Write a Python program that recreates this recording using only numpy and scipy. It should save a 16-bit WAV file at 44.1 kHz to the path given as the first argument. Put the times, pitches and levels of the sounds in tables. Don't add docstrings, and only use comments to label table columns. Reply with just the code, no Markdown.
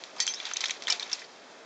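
import sys
import numpy as np
from scipy import signal
from scipy.io import wavfile

SR = 44100
rng = np.random.default_rng(int(sys.argv[2]) if len(sys.argv) > 2 else 0)


def to_wav(s):
    ch = np.atleast_2d(s).T
    pcm = np.round(np.clip(ch, -1, 1) * 32767)
    wavfile.write(sys.argv[1], SR, pcm.astype(np.int16))


def field_ratio(decibels):
    return 10 ** (np.asarray(decibels, dtype=float) / 20)


N = 72765


def rms_one(x):
    return x / np.sqrt(np.mean(x ** 2) + 1e-20)


def top_one(x):
    return x / np.abs(x).max()


def at_hz(points, hz):
    point_hz, point_db = np.transpose(points)
    return np.interp(np.log(hz), np.log(point_hz), point_db)


def drift(rate):
    hop = 40
    pole = np.exp(-2 * np.pi * rate * hop / SR)
    noise = rng.standard_normal(N // hop + 2002)
    slow = signal.lfilter([1], [1, -2 * pole, pole ** 2], noise)[2000:]
    return np.interp(np.arange(N) / hop, np.arange(len(slow)), rms_one(slow))


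def fade(t, t60):
    return np.exp(-np.log(1000) * t / t60)


def add(out, s, x):
    i = int(s * SR)
    out[i:i + len(x)] += x[:len(out) - i]


def high_pass(x, hz):
    return signal.sosfilt(signal.butter(2, hz, "high", fs=SR, output="sos"), x)


def band_pass(x, edges):
    return signal.sosfilt(signal.butter(2, edges, "band", fs=SR, output="sos"), x)


def band(x, hz, octaves):
    half_width = max(octaves, .1) / 2
    return band_pass(x, np.clip(hz * 2. ** np.array([-half_width, half_width]), 700, 12000))


def ring(x, hz, t60):
    r, w = fade(1 / SR, t60), 2 * np.pi * hz / SR
    return signal.lfilter([0, np.sin(w)], [1, -2 * r * np.cos(w), r * r], x)


def air():
    # f/Hz, level/(dB per Hz)
    room_spectrum = [(40, -25.5), (110, -19.5), (240, -8), (520, -3), (1400, -10), (2500, -14.5),
                     (4200, -16), (7300, -19.5)]
    level_db, flicker_db = -49.5, 1
    out, white = 0, rng.standard_normal((2, N))
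    for k, hz in enumerate(36 * 2 ** np.arange(0, 8.1, .5)):
        noise = band_pass(white[k % 2], [hz * 2 ** -.25, hz * 2 ** .25])
        out = out + field_ratio(at_hz(room_spectrum, hz) + flicker_db * drift(8)) * noise
    return field_ratio(level_db + 1.0 * drift(1.7)) * rms_one(out)


def rustle():
    # t/s, level/dB
    pressure = [(0,-51),(.15,-52),(0.229,-43),(.36,-45.5),(.48,-39),(.55,-45),(0.698,-37.5),(0.759,-49.5),(.82,-49.5),(.93,-34.5),(0.989,-44.5),(1.06,-41.5),(1.15,-41.5),(1.2,-47.5),(1.27,-55),(1.65,-58.5)]
    # f/Hz, level/(dB per Hz)
    colour = [(600,-2),(1500,-3.5),(3440,3.5),(4500,-1.5),(5500,-3),(6900,-5),(8000,-44.5)]
    ticks_per_s, ring_cycles, uneven_db = 7200, 30.7, 2
    sizes = field_ratio(uneven_db * np.minimum(rng.exponential(1, N), 5)) * rng.choice([-1, 1], N)
    born = rng.random(N) < ticks_per_s * field_ratio(3 * drift(25)) / SR
    pitches = np.geomspace(700, 8000, 24)
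    dealt = rng.integers(0, len(pitches), N)
    out = 0
    for k, hz in enumerate(pitches):
        r, w = field_ratio(-60 * hz / (ring_cycles * SR)), 2 * np.pi * hz / SR
        ticks = sizes * born * (dealt == k) + 1e-18
        ringing = signal.lfilter([1, -1], [1, -2 * r * np.cos(w), r * r], ticks)
        out = out + field_ratio(at_hz(colour, hz)) * hz * ringing
    s, db = np.transpose(pressure)
    return field_ratio(np.interp(np.arange(N) / SR, s, db)) * rms_one(out)


def snaps():
    # t/s, peak level/dB, f/Hz, bandwidth/octaves, t60/s
    landing = [(.038,-24.5,3980,1.3,0.0026),(.164,-36,4000,2,0.028),(.1825,-35.5,4940,0.18,0.06),(.167,-36,987,0.83,0.18),(.195,-27.5,1500,1.57,0.033),(.2018,-10.5,6180,1.2,0.01),(.2218,-19.5,5500,1.1,0.044),(.2668,-14.5,6500,0.82,0.011),(.2768,-16,3250,2,0.003),(.338,-23,5400,0.65,0.023),(.344,-25.5,5500,0.31,0.011),(.4002,-28.5,3420,0.95,0.025),(.4536,-20.5,3900,0.81,0.033),(.4668,-24.5,3500,0.89,0.05)]
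    sliding = [(.5133,-20,1800,1.86,0.022),(.5357,-23.5,6200,0.6,0.03),(.560,-26.5,2700,1.1,0.087),(.5672,-20,5720,1.5,0.019),(.569,-23.5,3700,0.46,0.025),(.5692,-23.5,6000,0.5,0.023),(.6065,-17.5,4350,1.3,0.02),(.609,-27,5870,.9,0.033),(.6142,-19.5,4030,0.74,0.016),(.6395,-16.5,3000,1,0.0075),(.6355,-27.5,1414,1.5,.015),(.6418,-22,1900,1.1,0.02),(.6435,-28.5,3950,0.46,0.015),(.6565,-18,3900,1.3,0.041),(.6828,-25.5,5300,1.2,0.025),(.6957,-19,2720,1.4,0.021),(.705,-24,3470,0.37,0.044),(.7075,-39,2270,0.7,0.012),(.708,-22.5,3680,0.21,0.015),(.7075,-20,6350,0.36,0.024),(.757,-36.5,2620,1.2,0.09)]
    digging = [(.8222,-25,3470,1.7,0.022),(.8368,-30.5,5180,0.86,0.018),(.851,-38.5,3760,0.29,0.025),(.8708,-17,3380,0.38,0.011),(.8805,-18.5,2260,1.8,0.0058),(.8825,-18.5,4300,1.3,0.031),(.8853,-18.5,2150,1.64,0.01),(.895,-26,2310,1.4,0.024),(.9006,-9.5,5200,1.5,0.0071),(.9008,-35.5,1035,0.83,0.041),(.903,-15,5550,1.1,0.032),(.9232,-14,4600,0.86,0.037),(.9968,-19.5,4160,0.34,0.0086),(1.006,-31.5,3820,1.3,0.024),(1.0255,-22.5,3670,0.48,0.027),(1.029,-25,4050,0.5,.015),(1.0978,-33,4090,2,0.039),(1.1158,-26.5,3700,1.1,0.085),(1.1299,-14,5210,0.24,0.029),(1.140,-52.5,5000,0.84,0.023),(1.1935,-35,4360,0.8,0.16),(1.2175,-33,2070,0.69,0.042),(1.243,-39.5,4730,0.57,0.084)]
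    click_db, facet_db, skirt_db, tail_db = 15, -10, -0.5, -21
    facet_cycles, tail_t60_s, tail_octaves = 85, 0.19, 1.53
    out, t = np.zeros(N), np.arange(SR // 6) / SR
    for s, db, hz, spread, t60 in [*landing, *sliding, *digging]:
        shake, spill = rng.standard_normal((2, len(t)))
        shudder = shake * fade(t, max(t60, .004))
        shudder[0] = field_ratio(click_db)
        snap = top_one(band(shudder, hz, spread))
        skirt = top_one(band(shudder, 4200, 3.2))
        facet = top_one(ring(shudder * fade(t, 0.018), hz, facet_cycles / hz)) / (.5 + spread)
        tail = rms_one(band(spill, np.sqrt(hz * 3800), tail_octaves))
        tail = tail * fade(t, tail_t60_s) * (1 - np.exp(-t / 0.0013))
        sound = snap + field_ratio(facet_db) * facet + field_ratio(skirt_db) * skirt + field_ratio(tail_db) * tail
        add(out, s, field_ratio(db) * sound)
    return high_pass(out, 500)


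def pops():
    # t/s, peak level/dB, f/Hz, t60/s
    clean_facets = [(.038,-25.5,4310,0.0082),(.038,-38,2640,0.0034),(.038,-34,6800,0.0024),(.2019,-29,5170,.025),(.2019,-23.5,3400,0.021),(.2019,-21.5,6860,.012),(.2038,-23,5030,0.022),(.2038,-27.5,7120,.015),(.204,-21.5,3280,0.017),(.2555,-34.5,4190,0.077),(.267,-22.5,7580,0.023),(.2675,-29,5100,.015),(.268,-33,3450,0.013),(.2769,-19,4700,0.0089),(.2769,-19.5,3350,0.019),(.338,-31,5250,0.031),(.338,-29,3900,0.01),(.360,-36.5,3670,0.046),(.371,-34,3840,0.048),(.383,-37,3980,.05),(.609,-26,6100,0.027),(.6145,-38,5300,.012),(.6146,-28,3060,.015),(.6396,-21,1850,0.013),(.6396,-18,3630,.012),(.6424,-20.5,1640,0.0068),(.6424,-18,6200,0.0088),(0.6462,-20,4110,0.014),(0.6569,-21.5,3240,.018),(.6605,-24,3650,.015),(.6835,-28.5,5340,0.014),(.698,-27,3160,0.013),(0.709,-21.5,2290,0.014),(.8808,-27,1850,0.019),(.8853,-36,2000,.012),(.9006,-18.5,5200,0.014),(.9006,-31.5,1000,0.013),(.9032,-17.5,5600,0.025),(.9038,-15.5,2950,0.027),(.9233,-13.5,3600,.014),(.9243,-25.5,5330,0.015),(.9278,-23.5,3720,0.0214),(.997,-29.5,6220,0.016),(1.0008,-28,5300,0.0072),(1.0062,-30.5,2330,.018),(1.0253,-32.5,3700,0.048),(1.0285,-22,3700,0.014),(1.029,-35.5,5700,0.0083),(1.038,-32,3750,0.011),
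                    (.4015,-32.5,2360,.025),(.5135,-32,2780,.012),(.4008,-26.5,3440,0.031),(.5358,-17,6140,0.022),(.569,-18,6200,0.017),(.569,-18,3800,.014),(.6959,-26,2380,0.0061),(.884,-34.5,1040,.04),(.925,-34,709,.06),(1.1302,-14,5270,.012),(1.195,-38.5,4230,.02),(1.2445,-40,4490,.025),(.2205,-29,4530,.006)]
    out = np.zeros(N)
    click = np.zeros(SR // 10)
    click[0] = 1
    for s, db, hz, t60 in clean_facets:
        add(out, s, field_ratio(db) * band(ring(click, hz, max(t60, .002)), hz, 2.2))
    return out


def cutlery():
    # t/s, level/dB, free ringing/s, loss at the next touch/dB
    clinks = [
        (0.2018, -23, .036, -13),
        (0.2772, -24, .047, -16),
        (0.344, -35, .018, -6),
        (0.9045, -28.5, .018, -12),
        (0.2222, -31, .014, -12),
        (0.205, -29, .034, -5),
    ]
    # f/Hz, level/dB, t60/s
    bowl = [(1895, -7, .1), (1965, -16, .2), (2417, -17, .2), (3214, -15, .12), (3628, -15, .18),
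            (3100, -4, .04), (5050, -3, .04), (5130, -12, .15), (5540, -6, .18), (6136, 3, .09),
            (6745, -9, .08), (7100, -2, .04)]
    tines = [(3215, 0, .08), (3280, -13, .2), (4090, -11, .14), (2369, -19, .3), (4570, -23, .2),
             (5500, -8, .15), (6163, -2.5, .6), (6800, -14, .06), (8166, -4, .05)]
    neck = [(3410, -12, .4), (5300, -3, .25), (5609, 0, .12), (6175, -6, .3)]
    handle = [(2360, -3, .3), (2980, -4, .2), (3752, -7, .06), (5335, 0, .15), (6632, -10, .08),
              (7208, -9, .12)]
    rebound = [(4100, -10, .15), (5540, -11, .15), (6150, 0, .2)]
    stem = [(4562, 0, .35), (4097, -4, .25)]
    damping_s, wobble_db = .004, .8
    out, t = np.zeros(N), np.arange(SR // 4) / SR
    for (s, db, free_s, lost_db), modes in zip(clinks, (bowl, tines, neck, handle, rebound, stem)):
        tones = 0
        for hz, level_db, t60 in modes:
            wobble = field_ratio(level_db + wobble_db * drift(34)[:len(t)])
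            tones = tones + wobble * np.sin(2 * np.pi * hz * t) * fade(t, t60)
        held = field_ratio(lost_db * np.clip((t - free_s) / damping_s, 0, 1))
        contact = 1 - np.exp(-t / 0.00025)
        add(out, s, field_ratio(db) * tones * held * contact)
    return out


def scene():
    return (air() + rustle() + snaps() + pops() + cutlery())[None]


def roll_off(x):
    return signal.sosfilt(signal.butter(12, 9020, fs=SR, output="sos"), x)


def record(dry):
    # f/Hz, width/Hz
    dips = [(2880, 236), (8000, 1900)]
    step_hz, step_db, top_hz, hiss_db = 7900, -21, 8560, -89.5
    x = high_pass(dry, 146)
    for hz, width in dips:
        x = signal.lfilter(*signal.iirnotch(hz, hz / width, fs=SR), x)
    low = signal.sosfilt(signal.cheby1(6, 1, step_hz, fs=SR, output="sos"), x)
    x = low + field_ratio(step_db) * x
    x = signal.sosfilt(signal.ellip(7, 1, 70, top_hz, fs=SR, output="sos"), x)
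    hiss = field_ratio(hiss_db) * rng.standard_normal(x.shape)
    return roll_off(x + hiss)


dry = scene()
out = record(dry)
to_wav(out)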